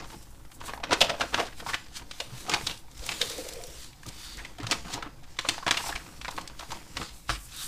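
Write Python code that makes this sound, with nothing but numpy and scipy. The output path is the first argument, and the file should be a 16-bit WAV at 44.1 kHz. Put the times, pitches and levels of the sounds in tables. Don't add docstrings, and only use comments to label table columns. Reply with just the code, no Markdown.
import sys
import numpy as np
from scipy import signal
from scipy.fft import rfft, irfft
from scipy.io import wavfile
from scipy.ndimage import uniform_filter1d

SR = 44100
rng = np.random.default_rng(int(sys.argv[2]) if len(sys.argv) > 2 else 0)


def undo_db(level):
    steps = np.asarray(level, float) / 20
    return 10 ** steps


def pcm_store(signal):
    levels = np.round(np.clip(np.atleast_2d(signal), -1, 1) * 32767)
    wavfile.write(sys.argv[1], SR, levels.astype(np.int16).T)


N = 338247

# (frequency [Hz], density [dB per Hz])
HUM_SPECTRUM = [(8, 8.5), (25, 0), (36, -12), (52, 5), (80, -14), (125, -8), (200, -23), (300, -40.5)]
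# (frequency [Hz], density [dB per Hz])
AIR_SPECTRUM = [(88, -45), (150, -17), (431, -13), (790, 17), (2220, -11), (3420, -20), (7470, -30),
                (16000, -27)]
HUM_LEVEL_DB, AIR_LEVEL_DB = -47, -70
# (frequency [Hz], t60 [s])
ROOM_T60 = [(250, 0.31), (800, 0.28), (2500, 0.28), (8000, 0.17)]
# (peak time [s], level [dB], swell [s], fade [s])
CHANNEL_SPLITS = [
    (.93, -43, 0.023, 0.028),
    (2.203, -57, .004, .01),
]

# (time [s], peak [dB], pitch [Hz], t60 [s])
HAND_THUDS = [(1.014, -24.5, 212, 0.11), (1.384, -39, 255, 0.068), (2.32, -30.5, 125, 0.16),
              (2.635, -26.5, 123, 0.064), (2.996, -32.5, 43, 0.23), (4.07, -29, 114, 0.085),
              (4.371, -30.5, 44.7, 0.17), (4.628, -26, 114, 0.21), (5.948, -28, 39, 0.12),
              (6.957, -33, 59, 0.15), (7.017, -24, 57, 0.066), (7.292, -27.5, 47.5, 0.41)]
# (time [s], peak [dB], pitch [Hz], t60 [s])
DESK_KNOCKS = [
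    (4.597, -25.5, 289, 0.071),
    (4.711, -28, 273, 0.09),
    (4.848, -34, 178, 0.14),
    (4.945, -31, 283, 0.073),
    (5.06, -34, 297, 0.088),
    (5.481, -27.5, 296, 0.092),
    (5.702, -45, 292, 0.089),
    (6.711, -40, 110, 0.087),
    (7.289, -30, 121, 0.2),
]
# (time [s], peak [dB], pitch [Hz], t60 [s])
OBJECT_BUMPS = [
    (3.205, -31.5, 477, 0.14),
    (3.301, -40, 322, 0.15),
    (3.382, -21, 513, 0.053),
    (3.385, -31.5, 300, 0.098),
    (3.464, -49, 431, .06),
    (3.515, -44, 495, .08),
    (3.576, -38, 496, .08),
    (3.597, -38, 696, 0.12),
    (3.64, -36, 494, 0.12),
    (3.685, -51, 470, .07),
]
# (time [s], level [dB])
DRAG_LEVEL = [
    (2.99, -79),
    (3.02, -43.5),
    (3.07, -65),
    (3.2, -65),
    (3.22, -43),
    (3.3, -53),
    (3.39, -42.5),
    (3.68, -50),
    (3.8, -62),
]
DRAG_HZ = 472

# (resonance [Hz], width [Hz], level [dB])
PALM_GAP = [(3030, 65, -9), (3610, 100, -1), (4590, 88, -1), (8160, 65, -16)]
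# (peak time [s], level [dB], swell [s], fade [s])
PALM_WIPES = [
    (4.25, -47, 0.35, 0.41),
]

# (frequency [Hz], density [dB per Hz])
RUB_SPECTRUM = [(500, -40), (1000, -8), (2000, -6), (3600, -4), (5000, -2.5), (8000, -8.5), (12000, -25),
                (16000, -25)]
# (frequency [Hz], density [dB per Hz])
FLEX_SPECTRUM = [(150, -31), (320, -2), (600, -5.5), (900, -2), (1500, -6), (3000, -11), (6000, -15),
                 (12000, -45.5)]
# (frequency [Hz], density [dB per Hz])
FINE_SPECTRUM = [(3000, -30), (5500, -6), (8000, 0), (11000, -4), (15500, -10)]
# (frequency [Hz], density [dB per Hz])
PUSH_SPECTRUM = [(41, -22), (70, 0.5), (307, 0), (413, -11), (450, -10), (580, -7), (990, -120)]
# (peak time [s], level [dB], swell [s], fade [s])
SLIDE_STROKES = [(.11, -53.5, 0.25, 0.37), (.23, -60.5, .1, 0.047), (.67, -47, 0.09, 0.091),
                 (1.02, -44.5, 0.15, 0.18), (1.21, -53, 0.16, 0.23), (1.39, -48.5, 0.53, 0.25),
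                 (1.6, -49, 0.11, 0.085), (1.69, -41.5, 0.096, 0.2), (1.8, -56.5, .1, 0.49),
                 (1.97, -41, 0.079, 0.093), (2.22, -49, 0.37, 0.18), (2.41, -46.5, 0.29, .1),
                 (2.53, -49, 0.3, 0.25), (2.7, -43, 0.53, 0.17), (3.1, -41, 0.29, 0.59),
                 (3.23, -39, 0.15, 0.63), (3.55, -50, 0.71, 0.85), (3.84, -46.5, 0.53, 0.15),
                 (4.04, -58, .012, 0.34), (4.24, -45, 0.34, 0.53), (4.73, -42.5, 0.14, 0.2),
                 (4.94, -43, 0.23, 0.081), (5.31, -55.5, 0.08, .15), (5.41, -48, .03, .12),
                 (5.51, -41.5, 0.21, 0.22), (5.8, -42, 0.31, 0.47), (5.88, -38, 0.19, 0.087),
                 (6.39, -54, 2.7, 0.3), (6.61, -51.5, 0.17, 0.21), (6.72, -51.5, 0.17, 0.49),
                 (7.03, -46, 0.28, 0.33), (7.3, -31, 0.028, 0.12), (7.635, -39.5, 0.31, 0.26)]
# (peak time [s], level [dB], swell [s], fade [s])
BEND_STROKES = [(0.0, -42.5, .1, 0.16), (.67, -45.5, 0.082, 0.28), (.86, -47.5, 0.048, .3),
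                (.93, -25.5, .04, 0.059), (1.04, -39.5, 0.087, 0.42), (1.22, -32.5, 0.041, 0.069),
                (1.39, -33, 0.069, 0.16), (1.6, -54, 0.046, 0.29), (1.69, -45, 0.11, 0.11),
                (2.02, -61, 0.043, 0.056), (2.36, -53.5, 0.36, 0.18), (2.53, -32, 0.12, 0.12),
                (2.7, -45.5, 0.27, 0.13), (3.1, -47.5, 0.24, 0.56), (4.06, -46, 0.0098, 0.2),
                (4.46, -52.5, 0.41, 0.2), (4.73, -40.5, 0.15, 0.13), (4.87, -48, 0.049, .2),
                (4.94, -42, 0.13, 0.21), (5.06, -58, 0.066, 0.1), (5.51, -42.5, 0.028, 0.1),
                (5.72, -45.5, 0.065, 0.29), (5.88, -48.5, 0.083, 0.72), (6.39, -51, 0.34, 0.5),
                (6.72, -46, 0.063, 0.29), (7.03, -37.5, 0.14, 0.04), (7.3, -40, 0.018, 0.11)]
# (peak time [s], level [dB], swell [s], fade [s])
BRUSH_STROKES = [(.31, -67, 0.02, 0.03), (.515, -56, .01, 0.028), (.55, -52, .04, 0.05),
                 (.665, -49, 0.032, 0.046), (.745, -53, 0.045, 0.086), (4.52, -72, 0.057, 0.037),
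                 (6.34, -62, .04, .05), (6.375, -58, .04, 0.029), (6.70, -57, .04, 0.067),
                 (7.14, -55, 0.023, 0.46), (7.45, -49, 0.23, 0.085), (2.79, -58, .02, 0.066),
                 (3.4, -51, 0.089, 0.16)]
# (time [s], fine hiss over the rub [dB])
SKIN_HISS = [(0.0, -5), (.4, 4), (.9, -4.5), (1.25, -5), (1.55, -2), (1.9, -10), (2.4, -3.5), (2.8, -6.5),
             (3.6, -6.5), (4.2, -7), (4.9, -10), (5.45, -14), (5.85, -4.5), (6.1, -4.5), (6.95, -4.5),
             (7.2, -16), (7.32, -21), (7.45, -12), (7.67, 2.5)]
STROKE_CURVE = 1.185
STROKE_SPAN_DB = 33.5
REST_RUB_DB, REST_FLEX_DB = -70.5, -64

# (frequency [Hz], density [dB per Hz])
CRACK_SPECTRUM = [(150, -14.5), (500, -11), (1100, -2.5), (2000, -2), (3500, 2.5), (8000, -6),
                  (12000, -26.5), (16000, -34)]
# (time [s], crack [dB], brightness [dB per octave], build-up [s])
OPENING_CRACKS = [(0.104, -46, -4, 0.0022), (0.519, -48, -4.5, 0.0015), (0.616, -38.5, -8.5, 0.0051),
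                  (0.736, -34, -9, 0.00028), (0.906, -49, -11, 0.00042), (0.919, -26, -5.5, 0.0015),
                  (.932, -17, -3.5, 0.0016), (1.047, -35, -1, 0.0069), (1.091, -40, -8, 0.0015),
                  (1.21, -23, -6.5, 0.00075), (1.216, -25, -7.5, 0.004), (1.345, -19.5, -6.5, 0.0011),
                  (1.387, -39, -17, 0.0049), (1.474, -46, -0.5, .021), (1.744, -23, -4.5, 0.00034),
                  (1.605, -40, -6.5, 0.0042), (1.971, -37, 3, 0.0071), (2.113, -35, -1.5, 0.00036),
                  (2.203, -27, -2, 0.00061), (2.466, -42, -4, 0.0003), (2.497, -25, 2.5, 0.00039),
                  (2.518, -28, -3, .00035), (2.539, -18.5, -3, .0006), (3.067, -35, 14, 0.0032),
                  (3.124, -33, -2.5, 0.0066), (3.537, -39, 13, 0.0018), (.839, -26, -6.5, 0.0013),
                  (1.1, -28.5, -2.5, 0.0036), (1.337, -32.5, -11, 0.0045), (3.671, -40, 24, .0005)]
# (time [s], crack [dB], brightness [dB per octave], build-up [s])
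FOLDING_CRACKS = [(4.066, -40, 11, .0004), (4.092, -40.5, 6.5, 0.0076), (4.373, -43.5, 6, .002),
                  (4.647, -40.5, -9.5, 0.018), (4.669, -31, -2, 0.00033), (4.728, -27.5, -3.5, 0.0056),
                  (4.981, -39, -20, 0.0057), (5.067, -43, -14, 0.017), (5.243, -52, -3.5, .0057),
                  (5.39, -23.5, -3.5, 0.0005), (5.452, -32, -12, 0.0023), (5.489, -17.5, -1.5, 0.00038),
                  (5.667, -21, -7.5, 0.00048), (5.681, -21.5, -6, 0.0016), (5.711, -16, -2.5, 0.00072),
                  (6.215, -36.5, -2, 0.0004), (6.38, -30.5, -10.5, 0.00067), (6.413, -40.5, 4, .0005),
                  (6.477, -37, 3.5, 0.00027), (6.499, -44.5, -8, .0005), (6.596, -37.5, 2.5, 0.0018),
                  (6.61, -38, -7, 0.00048), (6.708, -38, -5.5, .0012), (6.971, -27.5, -3.5, 0.0011),
                  (7.018, -32.5, -6, 0.0016), (4.713, -20.5, 2, 0.00062), (4.85, -44.5, -11, .0005)]
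# (time [s], crack [dB], brightness [dB per octave], build-up [s])
SMALL_TICKS = [(0.272, -58, -21, 0.00059), (0.349, -57.5, -5, .0005), (0.397, -61, -8, .001),
               (0.455, -59, -3, .002), (.606, -47, 0.5, .001), (.640, -42, -11, 0.00089),
               (0.696, -34, -7.5, .001), (.911, -27, -6, 0.0004), (.923, -36, -9, 0.0011),
               (1.2, -41, 5, .0004), (1.386, -28, -11, .0006), (1.397, -46, -7, 0.0009),
               (1.627, -43, -22, 0.0018), (1.865, -50, -4.5, .0005), (1.885, -52, 0, .0005),
               (1.996, -47, -8, .002), (2.022, -46.5, -12, 0.0031), (4.032, -48.5, 5, 0.00019),
               (4.585, -47, 6, 0.00047), (4.612, -47, 0, .0005), (4.634, -44.5, 5, .002),
               (5.689, -31, -8, 0.0022), (5.727, -32, -3, .003), (5.745, -31, -5, 0.0033),
               (5.903, -36, -7.5, 0.00092), (5.955, -38, 1, 0.00044), (6.367, -43, 0, .0005),
               (6.598, -42, -13.5, .001), (6.636, -45, -7.5, .0003), (6.720, -34, 2.5, .0005),
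               (6.868, -54, -11, .0004), (7.565, -38, 18, .0003), (7.575, -46, 9, .0003),
               (7.583, -49, 14, 0.00027), (.012, -44, -4, .004), (.046, -48, -2, .002),
               (.834, -37, -12, .0002), (.945, -30.5, -9, 0.0015), (2.531, -34, -3, .0005),
               (2.547, -25.5, -5, 0.0012), (4.72, -21, -4, 0.00061), (4.91, -48, -9.5, 0.0018),
               (5.235, -57.5, 6, .0003), (5.37, -51, -3, 0.0016), (5.463, -39, -11, .001),
               (5.545, -40, -9, 0.0022)]
# (time [s], crack [dB], brightness [dB per octave], build-up [s])
WIRE_TICKS = [(2.776, -46, 5, .0004), (2.915, -50, 5, .0005), (2.978, -45.5, 12, .0004),
              (2.995, -45, 4, .001), (3.333, -47, 11, .0005), (3.381, -39, 7, 0.0009),
              (3.4, -45, 2, 0.0018), (3.527, -44, 5, .0004), (3.622, -45, 18, .0004), (3.7, -51, 3, .0004),
              (3.708, -50, 18, .0004)]
# (time [s], crack [dB], panel pitch [Hz], build-up [s])
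RINGING_CRACKS = [(.684, -40.5, 1010, 0.004), (1.103, -27.5, 590, 0.007), (1.378, -33.5, 1070, 0.00037),
                  (1.402, -26.5, 613, 0.0059), (1.529, -49.5, 1780, .0039), (1.691, -34, 1140, 0.0019),
                  (1.701, -35, 1110, 0.0082), (2.671, -26.5, 3830, 0.002), (3.041, -44, 4440, .0013),
                  (3.092, -28.5, 2450, 0.00053), (3.299, -37, 6780, .00066), (3.488, -39, 6800, 0.00041),
                  (3.639, -41, 6600, 0.00098), (4.033, -49.5, 1720, 0.00029), (4.451, -38, 2115, 0.00097),
                  (4.586, -44, 774, .0004), (4.603, -41.5, 1820, 0.0011), (4.941, -33.5, 5200, 0.0062),
                  (5.026, -35.5, 1280, 0.00022), (5.582, -36.5, 910, 0.00055), (5.773, -25, 2870, 0.001),
                  (5.805, -40.5, 960, 0.018), (5.863, -36, 850, 0.00032), (5.894, -34.5, 780, 0.0016),
                  (5.96, -33, 2190, 0.0024), (6.249, -34, 1650, 0.00047), (6.312, -44, 6460, 0.003),
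                  (6.282, -31.5, 910, 0.00029), (7.295, -26, 1350, 0.0005), (7.303, -31, 1400, 0.0013)]
# (time [s], crack [dB], panel pitch [Hz], build-up [s])
PANEL_FLIPS = [(.141, -54, 870, 0.018), (.777, -46.5, 845, 0.00035), (.802, -49, 750, .0004),
               (.896, -43, 635, 0.0014), (1.008, -29, 4340, 0.00034), (1.015, -26, 620, 0.0021),
               (1.016, -20, 3000, 0.0029), (1.15, -44.5, 616, 0.011), (1.2, -39, 614, 0.00041),
               (1.665, -38.5, 920, 0.00055), (1.736, -34, 1780, 0.0016), (2.713, -43, 3080, 0.013),
               (3.216, -27, 3550, 0.001), (3.26, -62, 3300, 0.01), (3.1, -52, 860, 0.011),
               (3.933, -60.5, 2680, .0015), (4.397, -47, 1820, 0.0086), (5.628, -44, 1130, 0.00034),
               (5.926, -41, 1610, 0.0028), (6.627, -46, 850, 0.00055), (6.721, -40, 940, 0.00072),
               (7.356, -46, 2600, .0017), (1.045, -41, 620, .01), (1.24, -42.5, 590, 0.0087),
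               (1.43, -42, 650, 0.0061), (2.21, -47.5, 560, .003), (.145, -55, 375, 0.012),
               (4.885, -51, 890, .001), (4.965, -53, 790, 0.00082), (4.982, -54, 1100, 0.0011),
               (5.843, -44, 890, .002), (6.0, -55, 1490, .002)]
DRY_RING_DB, EVEN_RING_DB, FLIP_RING_DB = -8, 2.5, 9.5
FACET_HZ, BRIGHTER_DB_PER_OCT = 3510, 4.5


def evened(x):
    return x / np.sqrt(np.mean(x ** 2) + 1e-20)


def shaped(noise, envelope):
    return evened(noise * envelope) * np.sqrt(np.mean(envelope ** 2))


def read(points, hz):
    f, value = np.transpose(points)
    return np.interp(np.log(hz + 1), np.log(f + 1), value)


def played(rows):
    s, *columns = np.transpose(rows)
    return [np.interp(np.arange(N) / SR, s, c) for c in columns]


def add(mix, s, sound):
    part = mix[round(s * SR):][:len(sound)]
    part += sound[:len(part)]


def strokes(rows, rest_db):
    t = np.arange(0, N, 64) / SR
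    power = undo_db(rest_db) ** 2
    for s, db, swell, fade in rows:
        away = np.maximum((s - t) / max(swell, 0.01), (t - s) / max(fade, 0.01))
        power = power + undo_db(db - STROKE_SPAN_DB * away ** STROKE_CURVE) ** 2
    return np.interp(np.arange(N) / SR, t, 10 * np.log10(power))


def resonate(x, hz, width_hz):
    turn = np.exp(2j * np.pi * np.cumsum(hz * np.ones(len(x))) / SR)
    r = np.exp(-np.pi * width_hz / SR)
    return 2 * (turn * signal.lfilter([1 - r], [1, -r], x / turn)).real


def coloured(x, points):
    hz = abs(np.fft.fftfreq(4096, 1 / SR))
    log_gain = np.log(undo_db(np.maximum(read(points, hz), -100)))
    taps = np.fft.ifft(np.exp(np.conj(signal.hilbert(log_gain)))).real[:2048]
    return signal.oaconvolve(x, taps[None] if x.ndim > 1 else taps, axes=-1)[..., :x.shape[-1]]


def grainy(spread_db, clump_db, clump_s):
    clumps = evened(uniform_filter1d(rng.standard_normal(N), max(round(clump_s * SR), 1)))
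    size_db = spread_db * np.minimum(rng.exponential(1, N), 6) + clump_db * clumps
    return rng.standard_normal(N) * undo_db(size_db)


def patchy(x, patchy_db, size=256, count=7):
    z = signal.stft(x, nperseg=size)[2]
    patches = uniform_filter1d(rng.standard_normal(z.shape), size=4, axis=0)
    patches = uniform_filter1d(patches, size=count, axis=1)
    return evened(signal.istft(z * undo_db(patchy_db * evened(patches)), nperseg=size)[1][:N])


def building_hum():
    return undo_db(HUM_LEVEL_DB) * evened(coloured(rng.standard_normal((2, N)), HUM_SPECTRUM))


def room_air():
    return undo_db(AIR_LEVEL_DB) * patchy(coloured(rng.standard_normal(N), AIR_SPECTRUM), 5)


def room():
    taps = np.zeros(SR // 2)
    at = np.arange(200, len(taps) - 20, 20)
    taps[at + rng.integers(0, 20, len(at))] = rng.choice([-1., 1.], len(at))
    hz, t, z = signal.stft(taps, SR, nperseg=256)
    decay = undo_db(-60 * t / read(ROOM_T60, hz)[:, None])
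    tail = signal.istft(z * decay, SR, nperseg=256)[1]
    return tail / np.linalg.norm(tail)


def channel_difference(hum):
    split = evened(coloured(rng.standard_normal(N), RUB_SPECTRUM))
    return undo_db(-22) * hum + undo_db(strokes(CHANNEL_SPLITS, -140)) * split


def thuds():
    t, out = np.arange(SR // 2) / SR, np.zeros(N)
    for s, db, hz, t60 in [*HAND_THUDS, *DESK_KNOCKS, *OBJECT_BUMPS]:
        tone = np.sin(2 * np.pi * hz * t) + 0.3 * np.sin(2 * np.pi * 1.43 * hz * t)
        soft_onset = 1 - np.exp(-t / 0.0058)
        add(out, s, undo_db(db - 60 * t / max(t60, 0.02)) * tone * soft_onset)
    return out


def drag():
    t = np.arange(N) / SR
    moving = (t > DRAG_LEVEL[0][0]) & (t < DRAG_LEVEL[-1][0])
    slips = grainy(3.5, 4.5, 0.012)
    hollow = evened(resonate(resonate(slips, DRAG_HZ, 120), DRAG_HZ, 400))
    return undo_db(played(DRAG_LEVEL)[0]) * moving * hollow


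def wipe():
    skin = grainy(1.5, 1.2, 0.006)
    gap = sum(undo_db(db) * resonate(skin, hz, max(width_hz, 150)) for hz, width_hz, db in PALM_GAP)
    return undo_db(strokes(PALM_WIPES, -120)) * evened(gap)


def pops(per_s):
    t, out = np.arange(600) / SR, np.zeros(N)
    for hz in np.geomspace(750, 7000, 10):
        size = undo_db(4.0 * np.minimum(rng.exponential(1, N), 4))
        flips = (rng.random(N) < per_s / 10 / SR) * size
        ring = np.sin(2 * np.pi * hz * t) * np.exp(-hz * t / 7.7) * np.sqrt(1000 / hz)
        out += signal.oaconvolve(flips, ring)[:N]
    return evened(out)


def rustle():
    rub_db = strokes(SLIDE_STROKES, REST_RUB_DB)
    flex_db = strokes(BEND_STROKES, REST_FLEX_DB)
    fine_gain = undo_db(rub_db + played(SKIN_HISS)[0]) + undo_db(strokes(BRUSH_STROKES, -120))
    rub = patchy(coloured(grainy(2.0, 1.6, 0.006), RUB_SPECTRUM), 2.2, count=50)
    flex = patchy(coloured(grainy(4.3, 3.5, 0.006), FLEX_SPECTRUM), 3.0) + 0.55 * pops(per_s=260)
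    fine = patchy(coloured(grainy(1.5, 1.2, 0.005), FINE_SPECTRUM), 1.2)
    push = evened(coloured(grainy(2.5, 3.0, 0.03), PUSH_SPECTRUM))
    return undo_db(rub_db) * rub + fine_gain * fine + undo_db(flex_db) * flex + undo_db(0.57 * flex_db - 22.5) * push


def creases():
    folds = []
    for s, db, tilt_db, build_s in [*OPENING_CRACKS, *FOLDING_CRACKS, *SMALL_TICKS, *WIRE_TICKS]:
        panel_hz = FACET_HZ * 2 ** (np.clip(tilt_db, -12, 8) / 4.5)
        folds.append((s, db, tilt_db, DRY_RING_DB, panel_hz, build_s))
    for rows, ring_db in ((RINGING_CRACKS, EVEN_RING_DB), (PANEL_FLIPS, FLIP_RING_DB)):
        for s, db, panel_hz, build_s in rows:
            tilt_db = BRIGHTER_DB_PER_OCT * max(np.log2(panel_hz / FACET_HZ), -1.3)
            folds.append((s, db, tilt_db, ring_db, panel_hz, build_s))
    return folds


def snap(tilt_db, ring_db, panel_hz, build_s, lead_s, noises):
    crack_noise, panel_noise, size, jerk = noises
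    t = np.arange(len(size)) / SR - lead_s
    after = np.maximum(t, 0)
    hz = np.fft.rfftfreq(len(t), 1 / SR)
    build_s = max(build_s, 1e-4)
    slips = undo_db(1.2 * np.minimum(size ** 2, 8))
    t60 = 0.032 + 0.74 * build_s
    stutter = evened(uniform_filter1d(jerk, size=40))
    rise_db = np.minimum(8 * t / build_s, 0) + 4.3 * np.tanh(abs(t) * 250) * stutter
    rise = undo_db(rise_db) * (t > -3.0 * build_s)

    octaves = np.log2(np.clip(hz, 1000, 7500 if tilt_db < 0 else 16000) / 2500)
    colour = undo_db(read(CRACK_SPECTRUM, hz) + tilt_db * octaves)
    crack_decay = undo_db(-60 * after / (t60 - 0.0011 * tilt_db))
    crack = shaped(irfft(rfft(crack_noise * slips) * colour), rise * crack_decay)

    width_hz = 110 + panel_hz ** 2 / 9000
    ring_t60 = t60 + 16.7 / panel_hz
    swing = undo_db(ring_db - 4.5 - 60 * np.maximum(t - 0.002, 0) / ring_t60)
    ring = resonate(resonate(panel_noise * slips, panel_hz, width_hz), panel_hz, 2 * width_hz)
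    return crack + shaped(ring, rise * swing)


def snaps():
    lead_s, out = 0.035, np.zeros(N)
    for s, db, tilt_db, ring_db, panel_hz, build_s in creases():
        noises = rng.standard_normal((4, 4096))
        sound = snap(tilt_db, ring_db, panel_hz, build_s, lead_s, noises)
        add(out, s - lead_s - 0.001, undo_db(db + 2.0) * sound)
    return out


def scene():
    hum = building_hum()
    side = channel_difference(hum[1])
    close = rustle() + drag() + wipe() + snaps()
    reverb = undo_db(-12.5) * signal.fftconvolve(close, room())[:N]
    mono = close + reverb + thuds() + hum[0] + room_air()
    return np.array([mono + side, mono - side])


def low_pass(x):
    return signal.sosfilt(signal.butter(12, 16390, fs=SR, output="sos"), x)


def record(dry):
    edge = signal.firwin(255, 15300, window=("kaiser", 9), fs=SR)
    mix = signal.oaconvolve(dry, edge[None], "same") - 0.002
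    return low_pass(mix)


dry = scene()
out = record(dry)
pcm_store(out)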